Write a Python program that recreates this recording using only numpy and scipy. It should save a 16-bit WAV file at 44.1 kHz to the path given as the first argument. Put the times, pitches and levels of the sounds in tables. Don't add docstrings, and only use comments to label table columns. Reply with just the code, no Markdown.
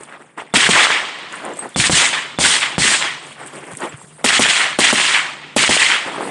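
import sys
import numpy as np
from scipy import signal
from scipy.fft import rfft, irfft
from scipy.io import wavfile
from scipy.ndimage import uniform_filter1d, minimum_filter1d

SR = 44100
rng = np.random.default_rng(int(sys.argv[2]) if len(sys.argv) > 2 else 0)


def inscribe(sig):
    pcm = np.round(np.clip(np.atleast_2d(sig).T, -1, 1) * 32767)
    wavfile.write(sys.argv[1], SR, pcm.astype(np.int16))


def attenuation_scalar(level_db):
    decades = np.asarray(level_db, float) / 20
    return 10 ** decades


N = 277830

SHOT_S = [.5398, .6905, 1.7611, 1.897, 2.3877, 2.7812, 4.2445, 4.3949, 4.7893, 4.9283, 5.5649, 5.6932]
# push in dB, thump in dB, forerunner in dB.
SHOTS = [(0.5, -24, -16), (0, -11.5, -20), (-1, -17, -24), (5, -13, -30), (0, -16.5, -30),
         (2.5, -13.5, -30), (-2.5, -22, -9), (-1, -17, -8.5), (-1.5, -16, -10), (-3, -16, -12),
         (-1.5, -14, -8), (-3, -15, -13)]
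AIM = [0, 0, 1, 1, 1, 1, 2, 2, 2, 2, 2, 2]
# start in seconds, level in dB.
ACTION = [
    (0.525, -40),
    (1.745, -28),
    (2.375, -28),
    (2.765, -33),
]
ACTION_HZ, ACTION_S = 3500, 0.0092
# sign of the push, its length in ms,
# where air and microphone round it in Hz, pitch of the thump in Hz.
PUSH_SIGN = [-1, 1, -1]
PUSH_MS = [.33, .35, .55]
PUSH_TOP_HZ = [2500, 5000, 1600]
THUMP_HZ = [185, 170, 230]
# thump decay by 60 dB in seconds, suction relative to push.
THUMP_T60_S = [.035, .045, .025]
SUCTION = [.8, .6, .9]
FORERUNNER_MS = 1.4
# delay in ms, gain (negative where it returns inverted).
NEAR = [
    [(4.4, .75), (10, .3)],
    [(4.6, -.5), (17, .1)],
    [(3.6, .75), (8.3, .5)],
]
# start in seconds, peak in dB, pitch in Hz.
KNOCKS = [
    (1.793, -13, 136),
    (1.928, -12.5, 154),
    (2.413, -15, 820),
    (2.811, -16, 141),
    (4.458, -11.5, 784),
    (5.0, -12, 800),
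    (5.767, -10, 600),
    (6.062, -21, 310),
]
# time in seconds, peak in dB, pitch in Hz.
SLAPS = [(0.5582, 1, 2370), (0.5645, 1, 2540), (0.6059, -1, 2970), (0.6461, 0, 3100), (0.7125, 0, 2710),
         (0.7339, 0, 2540), (0.7606, -1, 1340), (0.8699, -1, 1250), (0.9046, 0, 1420), (1.8006, 1, 2200),
         (1.8064, -1, 3140), (1.8406, -1, 2020), (1.8858, -7, 2110), (1.9255, -4, 4260), (2.0012, 0, 2070),
         (2.0559, -1, 2370), (2.1403, -3, 2200), (2.2273, -13, 2020), (2.4402, -1, 2150), (2.4529, 1, 2840),
         (2.5555, -2, 2200), (2.6114, -7, 2330), (2.6313, 1, 2330), (2.8223, -1, 2280), (2.8675, 0, 2800),
         (2.8774, -1, 2330), (2.9476, 0, 2330), (3.0248, -1, 2410), (4.2624, 1, 1980), (4.2745, -1, 3270),
         (4.3062, -1, 1640), (4.3296, -1, 2110), (4.4233, 0, 2930), (4.4513, -2, 1940), (4.4581, -1, 1720),
         (4.4666, -3, 1890), (4.4793, -3, 2150), (4.4883, 1, 2370), (4.5014, -1, 3790), (4.5327, -1, 2020),
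         (4.5788, -3, 1770), (4.8061, 1, 4090), (4.8768, 0, 2110), (4.9993, 0, 2240), (5.0155, -1, 2200),
         (5.0527, -1, 2890), (5.582, 1, 2970), (5.5935, 0, 2800), (5.6386, -1, 1290), (5.6468, -1, 2240),
         (5.6784, -1, 2070), (5.7102, 0, 2070), (5.7217, 0, 1980), (5.7341, -1, 2280), (5.7749, -2, 2630),
         (5.9214, 0, 1850)]
SLAP_DB = -1
# peak time in seconds, level in dB.
GAS = [
    (.562, -20),
    (4.247, -14.5),
    (4.395, -18),
    (4.791, -17),
    (4.928, -21),
    (5.567, -17),
]
GAS_HZ, GAS_RISE_DB_PER_S, GAS_FALL_DB_PER_S = 6800, 3000, 503

# banks in dB, banks' hold in seconds, their treble in dB over mid,
# trees in dB, their low mid in dB over mid.
SWARM = [(-15.5, 0.24, -5, -22.5, 9.5), (-15.5, 0.15, -5, -16.5, -5), (-19.5, 0.083, 3, -20, -3.5),
         (-17, 0.16, 1, -19, -6), (-18, 0.16, 3.5, -19.5, -3.5), (-18, 0.17, 2.5, -18.5, -6),
         (-14, 0.144, -4.5, -20, -14), (-17, 0.19, -3.5, -16, -6.5), (-15.5, 0.15, -4.5, -32, -24),
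         (-16.5, 0.17, -4.5, -13.5, -11), (-16, 0.23, -3, -16.5, -33), (-15, 0.17, -4, -15, -8.5)]
# frequency in Hz, density in dB per Hz.
SWARM_COLOUR = [(50, -27.5), (200, -11.5), (500, -10.5), (1000, -2), (1550, -0.5), (1950, 5.5), (2600, 4),
                (3300, 5), (3800, 0.5), (4500, -3), (6000, -7.5), (8000, -3), (9400, -6.5), (9800, -15.5),
                (11400, -30)]
# centre in seconds, swell in dB.
WAVES = [(0.564, 5.5), (.610, 2), (.665, 2), (.712, 3), (0.844, 3.5), (1.803, 1), (1.835, -2.5), (1.867, 6),
         (1.975, 2), (2.01, 1), (2.458, 2), (2.634, 1.5), (2.87, -0.5), (3.026, -2.5), (4.275, -4),
         (4.317, -6.5), (4.426, 3.5), (4.474, -4), (4.505, 2.5), (4.57, 1), (4.848, 3), (4.95, -1),
         (5.06, 0), (5.622, 2), (5.654, -5), (5.755, 1), (5.783, -5.5), (5.92, 0)]
CROSS_HZ = [330, 1100, 5000]
UPPER_HZ = 2700
# level in dB, sag while held in dB/s, extra level as the limiter lets go after the blast in dB.
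BANK_DB = [
    [0, 0.56, -18.5, -9.5],
    [0, 1.65, -14.5, -8],
]
BANK_SAG_DB_PER_S = [
    [4.5, 18, 8.9, 132],
    [-1, 31, 5, 93],
]
OPEN_DB = [
    [-17, 1, 14, 3],
    [-42, -13.5, -8, 3],
]
OPEN_S = 0.016
# bank fall in dB/s, tree level in dB, tree fall in dB/s,
# valley level in dB, valley fall in dB/s.
BANK_FALL_DB_PER_S = [193, 136, 90, 60.7]
TREE_DB = [0.5, -17, -6, -45]
TREE_FALL_DB_PER_S = [118, 112, 112, 40]
VALLEY_DB = [-25, -61, -23.5, -51]
VALLEY_FALL_DB_PER_S = [38.1, 31, 47.7, 6.1]
# lead of the banks in seconds, delay of the trees in seconds,
# tree rise in dB/s, relative tree fall, valley level in dB, relative valley fall.
BANK_LEAD_S = [.001, 0, .002]
TREE_S = [0.22, 0.2333, 0.22]
TREE_RISE_DB_PER_S = [600, 2500, 350]
TREE_PACE = [0.93, 1.1, 1.21]
VALLEY_AIM_DB = [2.5, 0.5, 2]
VALLEY_PACE = [0.7, 1, 0.92]
TREE_HOLD_S, TREE_CREST_DB, TREE_CREST_S = 0.03, 1, 0.013
BANK_UPPER_DB, TREE_UPPER_DB, VALLEY_UPPER_DB = -4, -9, 2.5
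CLOSE_S = .018

# start in seconds, length in seconds, mid in dB, treble in dB over mid,
# low mid in dB over mid.
BOOTS = [(.005, 0.032, -44.5, -1.5, -2), (0.196, 0.025, -49.5, -6, 5), (4.076, 0.12, -60, 12, -9),
         (0.379, 0.018, -32.5, -15, 2), (0.466, 0.073, -48.5, -17, -9), (.25, .07, -60.5, -2, -10),
         (1.558, 0.036, -43.5, 0.5, 8), (1.623, 0.022, -42.5, 0, 13), (1.692, 0.041, -50.5, 0, -2),
         (3.229, 0.086, -57.5, 13, 14), (3.456, 0.11, -42, -4, -7), (3.534, 0.095, -41.5, -6, 3),
         (3.632, 0.065, -45, -2, 4), (3.71, 0.028, -38.5, -11, -13), (3.92, 0.02, -37.5, -16, -9),
         (3.973, 0.079, -52.5, 7, 3.5), (4.19, 0.049, -48, -12, 4), (6.12, 0.098, -32, -16, -1),
         (6.21, 0.099, -36.5, -1, 7.5)]
# start in seconds, length in seconds, mid in dB, treble in dB over mid,
# low mid in dB over mid.
SCUFFS = [(.09, 0.072, -41.5, -26, -4.5), (1.33, 0.052, -33, -12.5, -11), (1.43, 0.096, -40.5, -8, 11.5),
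          (3.40, 0.046, -40, -7, 2.5), (3.785, 0.021, -52, 11, -8), (3.824, 0.035, -31, -8.5, 2),
          (3.90, .02, -43, -9, -15), (6.072, 0.013, -28.5, -14.5, -2.5)]
STEP_RISE_DB_PER_S, SCUFF_RISE_DB_PER_S, STEP_SAG_DB_PER_S, STEP_BASS_DB = 2200, 420, 7, -18.5
# fall of a step in dB/s, quiet of the yard in dB.
STEP_FALL_DB_PER_S = [314, 200, 312, 200]
YARD_DB = [-61.5, -66, -58.5, -60]
# frequency in Hz, density in dB per Hz.
GRAVEL_COLOUR = [(30, -43), (70, -28), (140, 13.5), (330, 8.5), (900, 1.5), (2000, -1), (3400, -10),
                 (4000, -18), (6000, -22.5), (7200, -16), (8600, -8), (9500, -13), (9900, -14),
                 (11400, -19)]
# time in seconds, peak in dB, pitch in Hz.
STONES = [(0.0092, -26, 430), (0.0346, -28, 2760), (0.0874, -30, 780), (0.1023, -31, 990),
          (0.1248, -19, 1460), (0.1531, -28, 730), (0.1729, -26, 1030), (0.2436, -38, 690),
          (0.2538, -39, 1770), (0.2754, -39, 780), (0.3027, -41, 990), (0.3246, -44, 1510),
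          (0.399, -16, 950), (0.4682, -32, 2330), (0.4756, -31, 1980), (0.4893, -34, 780),
          (0.5042, -31, 2150), (1.4492, -18, 1210), (1.4639, -18, 1030), (1.4822, -14, 900),
          (1.5715, -23, 650), (1.5925, -23, 1030), (1.6578, -15, 780), (1.7226, -32, 1980),
          (3.3529, -31, 2580), (3.4152, -20, 860), (3.4624, -23, 1550), (3.5545, -23, 1890),
          (3.5823, -24, 2280), (3.6853, -25, 1080), (3.7159, -19, 990), (3.7348, -25, 1080),
          (3.7519, -25, 1890), (3.9248, -23, 2240), (3.9427, -23, 1340), (4.0155, -27, 1030),
          (4.1637, -40, 430), (4.1836, -32, 900), (4.2126, -26, 730), (6.0829, -13, 1160),
          (6.0989, -17, 1680), (6.1167, -16, 1030), (6.1447, -15, 1080), (6.1613, -16, 950),
          (6.1791, -14, 1030), (6.2079, -8, 900), (6.2298, -12, 950), (6.2544, -16, 950),
          (6.2753, -15, 780), (6.2923, -16, 730)]
STONE_DB = -3
# time in seconds, peak in dB, pitch in Hz.
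MORE_STONES = [(.3765, -28, 890), (.385, -20, 1490), (.421, -19, 785), (3.8055, -24, 900), (3.816, -21, 1300),
               (3.832, -19, 1000), (3.863, -19, 1100)]
# start in seconds, peak in dB, pitch in Hz.
HEELS = [(3.732, -32, 141), (3.938, -29, 130), (4.039, -37, 159)]

# time in seconds, peak in dB, centre in Hz.
TICKS = [(0.0107, -34, 7020), (0.0348, -22, 8790), (0.1251, -40, 8480), (0.2222, -39, 8570),
         (0.2475, -47, 8310), (0.3811, -33, 8740), (0.4986, -45, 9000), (1.1884, -30, 8570),
         (1.3257, -23, 7150), (1.452, -18, 8570), (1.4909, -35, 7240), (1.5369, -28, 7620),
         (1.571, -23, 8230), (1.5781, -26, 8530), (1.691, -28, 8870), (1.7437, -34, 8050),
         (3.2309, -35, 9040), (3.2674, -31, 6980), (3.3276, -30, 8870), (3.3538, -40, 9000),
         (3.433, -34, 8700), (3.4641, -23, 8270), (3.473, -20, 8350), (3.48, -26, 8350),
         (3.6539, -33, 9300), (3.6696, -33, 8350), (3.7169, -25, 8700), (3.7248, -26, 8790),
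         (3.7351, -23, 8350), (3.7518, -26, 7970), (3.7713, -13, 8740), (3.805, -21, 7840),
         (3.967, -34, 8740), (3.9751, -34, 8790), (4.0852, -32, 8790), (4.2245, -38, 8350)]
TICK_DB, RATTLE_DB, RATTLE_T60_S = 0, -16.5, 0.044
# start in seconds, peak in dB, pitch in Hz,
# decay by 60 dB in seconds.
RINGS = [(1.3536, -31, 8900, 0.07), (1.352, -34, 8050, .05), (1.5354, -38, 7370, 0.084),
         (1.59, -14, 8250, 0.06), (1.609, -24.5, 8280, 0.11), (3.1946, -39, 8200, 0.089),
         (3.4002, -39, 8250, 0.099), (3.5544, -35.5, 8570, 0.14), (3.891, -31, 7680, 0.076),
         (4.0128, -40, 7550, 0.12)]
# centre in Hz, width in Hz, level in dB over the level curve.
HUM = [
    (149.3, 15, -5.5),
    (66, 79, -21),
]
# time in seconds, level in dB.
HUM_LEVEL = [(0.0, -49), (0.47, -68), (0.68, -31), (1.09, -69), (1.722, -57), (1.91, -33.5), (2.17, -46.5),
             (4.93, -44.5), (5.37, -49), (5.74, -40), (5.89, -46), (6.09, -58), (6.3, -44)]
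# centre in seconds, level in dB.
OVERLOADS = [
    (.5645, -32),
    (2.3875, -43),
    (2.793, -48),
    (4.2445, -44),
    (4.7915, -44),
    (5.562, -60),
    (1.45, -68),
    (3.766, -66),
]
EDGE_HZ = 11350


def rifle():
    out, t = np.zeros(N), np.arange(0, ACTION_S, 1 / SR)
    for s, db in ACTION:
        add(out, s, attenuation_scalar(db) * np.sin(2 * np.pi * ACTION_HZ * t) * signal.windows.tukey(len(t), .4))
    for s, aim, row in zip(SHOT_S, AIM, SHOTS):
        add(out, s - .003, blast(aim, *row))
    for s, db, hz in KNOCKS:
        add(out, s, click(db, hz, cycles=0.58))
    return out + clicks(SLAPS, SLAP_DB, cycles=0.56)


def blast(aim, db, thump_db, forerunner_db):
    t = np.arange(5000) / SR - .003
    u = np.maximum(t + .0001, 0) * 1000 / PUSH_MS[aim]
    pressure = (u > 0) * (1 - SUCTION[aim] * u) * np.exp(-u)
    push = signal.sosfiltfilt(signal.butter(2, PUSH_TOP_HZ[aim], fs=SR, output="sos"), pressure)
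    push = push / push.max()
    thump = attenuation_scalar(thump_db - 60 * t / THUMP_T60_S[aim]) * np.sin(2 * np.pi * THUMP_HZ[aim] * t * (1 - 4.5 * t))
    heave = (aim == 1) * attenuation_scalar(-30.5 - 60 * t / 0.5) * np.sin(2 * np.pi * 70 * t)
    rise = np.maximum(1 - np.exp(-t / .001), 0)
    wave = attenuation_scalar(db) * push - thump * attenuation_scalar(3) * rise
    forerunner = attenuation_scalar(forerunner_db) * np.roll(push, -round(FORERUNNER_MS * SR / 1000))
    out = np.concatenate([wave - heave * rise + forerunner, np.zeros(2000)])
    for ms, gain in NEAR[aim]:
        add(out, ms / 1000, gain * wave)
    return PUSH_SIGN[aim] * out


def gas():
    treble = signal.butter(4, GAS_HZ, "high", fs=SR, output="sos")
    hiss = evened(signal.sosfilt(treble, rng.standard_normal(N)))
    t, gain = np.arange(-500, 4000) / SR, np.zeros(N)
    for s, db in GAS:
        add(gain, s + t[0], attenuation_scalar(db + np.minimum(GAS_RISE_DB_PER_S * t, -GAS_FALL_DB_PER_S * t)))
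    return gain * hiss


def swarm():
    leaves = evened(grains(per_s=4000, spread_db=2.0, fill=1.5))
    gains = echo_gains()
    near = np.clip(gains[0] / attenuation_scalar(-20), 0, 1)
    arrivals = leaves + attenuation_scalar(-13) * near * trunks(per_s=380, spread_db=2.0, cycles=1.3)
    clumps = patchy(arrivals, depth_db=1.0, frames=5, bins=18.8)
    clumps = patchy(clumps, depth_db=2.0, frames=7, bins=1)
    field = played(clumps, SWARM_COLOUR, gains)
    t, swell_db = np.arange(-2000, 2000) / SR, np.zeros(N)
    for s, db in WAVES:
        add(swell_db, s + t[0], db * np.exp(-(t / 0.011) ** 2))
    return field * attenuation_scalar(swell_db)


def trunks(per_s, spread_db, cycles):
    out = np.zeros(N)
    shapes = [click(0, hz, cycles)[:500] for hz in np.geomspace(1500, 4000, 16)]
    for when, which, size in rng.random((2500, 3))[:round(per_s * N / SR)]:
        add(out, when * N / SR, attenuation_scalar(-spread_db * np.log(size + 0.075)) * shapes[int(which * len(shapes))])
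    return evened(out)


def echo_gains():
    power, duck = np.zeros((5, N)), np.ones(N)
    starts = [s - BANK_LEAD_S[aim] for s, aim in zip(SHOT_S, AIM)]
    ends = starts[1:] + [N / SR + 1]
    for s, aim, end, row in zip(starts, AIM, ends, SWARM):
        a, b = round(s * SR), min(round(end * SR), N)
        t = np.arange(min(SR, N - a)) / SR
        power[:, a:a + SR] += trees(t, aim, *row[3:])
        t = np.arange(b - a) / SR
        power[:, a:b] += answer(t, int(aim == 1), aim, *row[:3])
        duck[a:b] = np.clip(np.minimum(t * 1000, (end - s - t) / CLOSE_S), 0, 1)
    power[:, :round(starts[0] * SR)] = 0
    return np.sqrt(power * duck)


def answer(t, front, aim, bank_db, hold, treble_db):
    level_db = bank_db + column(BANK_DB[front]) + column([0, treble_db, 0, 0])
    banks = level_db + column(OPEN_DB[front]) * np.exp(-t / OPEN_S)
    banks -= column(BANK_SAG_DB_PER_S[front]) * np.minimum(t, hold)
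    banks -= column(BANK_FALL_DB_PER_S) * np.maximum(t - hold, 0)
    valley = VALLEY_AIM_DB[aim] + column(VALLEY_DB) - VALLEY_PACE[aim] * column(VALLEY_FALL_DB_PER_S) * t
    valley_rise = np.minimum(t / TREE_S[aim], 1) ** 2
    return powers(banks, BANK_UPPER_DB) + powers(valley, VALLEY_UPPER_DB) * valley_rise


def trees(t, aim, db, low_db):
    late = t - TREE_S[aim]
    level_db = db + column(TREE_DB) + column([0, 0, low_db, 0])
    level_db = level_db + TREE_RISE_DB_PER_S[aim] * np.minimum(late, 0)
    level_db += TREE_CREST_DB * np.exp(-abs(late) / TREE_CREST_S)
    fall_db = TREE_PACE[aim] * column(TREE_FALL_DB_PER_S) * np.maximum(late - TREE_HOLD_S, 0)
    return powers(level_db - fall_db, TREE_UPPER_DB)


def boots():
    crunch = patchy(grains(per_s=1000, spread_db=4.5, fill=2.6), depth_db=3.0, frames=6, bins=7)
    out = played(crunch, GRAVEL_COLOUR, step_gains())
    out += clicks(STONES, STONE_DB, cycles=0.63) + clicks(MORE_STONES, 0, cycles=0.62)
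    for s, db, hz in HEELS:
        add(out, s, click(db, hz, cycles=0.72))
    return out


def step_gains():
    power = attenuation_scalar(column(YARD_DB)) ** 2 * np.ones(N)
    steps = [(STEP_RISE_DB_PER_S, *row) for row in BOOTS] + [(SCUFF_RISE_DB_PER_S, *row) for row in SCUFFS]
    for rise, s, length, db, treble_db, low_db in steps:
        at = slice(max(round((s - .08) * SR), 0), min(round((s + .5) * SR), N))
        t = np.arange(at.start, at.stop) / SR - s
        shape_db = rise * np.minimum(t, 0) - STEP_SAG_DB_PER_S * np.clip(t, 0, length)
        shape_db = shape_db - column(STEP_FALL_DB_PER_S) * np.maximum(t - length, 0)
        power[:, at] += attenuation_scalar(db + column([0, treble_db, low_db, STEP_BASS_DB]) + shape_db) ** 2
    return np.sqrt(power[[0, 1, 2, 3, 0]])


def brass():
    out, t = clicks(TICKS, TICK_DB, cycles=1.63), np.arange(9000) / SR
    band = signal.butter(2, [7000, 9500], "band", fs=SR, output="sos")
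    rattle = evened(signal.sosfilt(band, grains(per_s=1500, spread_db=5, fill=.5)))
    for s, db, hz in TICKS:
        piece = rattle[round(s * SR / 2):][:len(t)]
        add(out, s, attenuation_scalar(db + RATTLE_DB - 60 * t / RATTLE_T60_S) * piece)
    for s, db, hz, t60 in RINGS:
        add(out, s, attenuation_scalar(db - 60 * t / t60) * np.sin(2 * np.pi * hz * t) * (1 - np.exp(-t / 0.00073)))
    return out


def hum():
    hz, noise = np.fft.rfftfreq(N, 1 / SR), rfft(rng.standard_normal(N))
    level = attenuation_scalar(np.interp(np.arange(N) / SR, *np.transpose(HUM_LEVEL)))
    out = np.zeros(N)
    for f, width, db in HUM:
        out += attenuation_scalar(db) * evened(irfft(noise * np.exp(-((hz - f) / width) ** 2), N))
    return level * out


def click(db, hz, cycles):
    u = np.arange(2500) / SR * hz / max(cycles, .2)
    packet = u * np.exp(1 - u) * np.sin(2 * np.pi * u * cycles + rng.uniform(0, 2 * np.pi))
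    length = round(4 * SR * cycles / hz)
    packet[:length] -= packet.sum() / min(length, 2500)
    return attenuation_scalar(db) * packet / abs(packet).max()


def clicks(rows, more_db, cycles):
    out = np.zeros(N)
    for s, db, hz in rows:
        add(out, s - cycles / hz, click(db + more_db, hz, cycles))
    return out


def grains(per_s, spread_db, fill):
    size = attenuation_scalar(spread_db * np.minimum(rng.exponential(1, N), 4)) * (rng.random(N) < per_s / SR)
    return evened(size * rng.choice([-1., 1.], N)) + fill * rng.standard_normal(N)


def patchy(x, depth_db, frames, bins):
    z = signal.stft(x, nperseg=256)[2]
    field = uniform_filter1d(rng.standard_normal(z.shape), max(round(frames), 1), 1)
    field = uniform_filter1d(field, max(round(bins), 1), 0)
    return signal.istft(z * attenuation_scalar(depth_db * evened(field)), nperseg=256)[1][:N]


def played(x, colour, gains):
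    hz = np.fft.rfftfreq(N, 1 / SR)
    f, db = np.transpose(colour)
    spectrum = rfft(x) * attenuation_scalar(np.interp(np.log(hz + 1), np.log(f + 1), db))
    above = [1 / (1 + (edge / (hz + 1)) ** 6) for edge in CROSS_HZ]
    shares = [above[1] - above[2], above[2], above[0] - above[1], 1 - above[0]]
    bands = [evened(irfft(spectrum * np.sqrt(np.maximum(share, 0)), N)) for share in shares]
    upper = irfft(rfft(bands[0]) / (1 + (UPPER_HZ / (hz + 1)) ** 4), N)
    return sum(gain * band for gain, band in zip(gains, [bands[0] - upper, *bands[1:], upper]))


def column(values):
    return np.array(values, float)[:, None]


def powers(db, upper_db):
    return attenuation_scalar(np.vstack([db, db[0] + upper_db])) ** 2


def evened(x):
    return x / np.sqrt(np.mean(x ** 2) + 1e-20)


def add(mix, s, sound):
    part = mix[round(s * SR):][:len(sound)]
    part += sound[:len(part)]


def scene():
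    return (rifle() + swarm() + boots() + brass() + hum() + gas())[None]


def overload():
    t, out = np.arange(-150, 150) / SR, np.zeros(N)
    for s, db in OVERLOADS:
        add(out, s + t[0], attenuation_scalar(db) * np.exp(-(t / .0009) ** 2) * rng.standard_normal(len(t)))
    return signal.sosfiltfilt(signal.butter(6, [11500, 16000], "band", fs=SR, output="sos"), out)


def roll_off(x):
    return signal.sosfilt(signal.butter(12, 16620, fs=SR, output="sos"), x)


def record(dry):
    x = signal.sosfilt(signal.butter(3, 50, "high", fs=SR, output="sos"), dry)
    band = signal.oaconvolve(x, signal.firwin(301, EDGE_HZ, window=("kaiser", 7), fs=SR)[None], "same")
    hz, _, z = signal.stft(band[0], SR, nperseg=1024)
    chance = uniform_filter1d(rng.standard_normal((64, z.shape[1])), 7, 1)[(hz // 350).astype(int)]
    top_power = uniform_filter1d(np.mean(abs(z[180:222]) ** 2, 0), 5)
    top_db = 10 * np.log10(top_power + 1e-14)
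    lost = evened(chance) < (hz[:, None] - 10600) / 800 - (top_db + 66) / 22
    z[lost & (hz[:, None] > 9650)] *= attenuation_scalar(-28)
    x = signal.istft(z, SR, nperseg=1024)[1][None, :N]
    room = np.minimum(.99 / (abs(x) + 1e-9), 1)
    limited = x * uniform_filter1d(minimum_filter1d(room, 41), 41)
    return roll_off(limited + overload())


dry = scene()
out = record(dry)
inscribe(out)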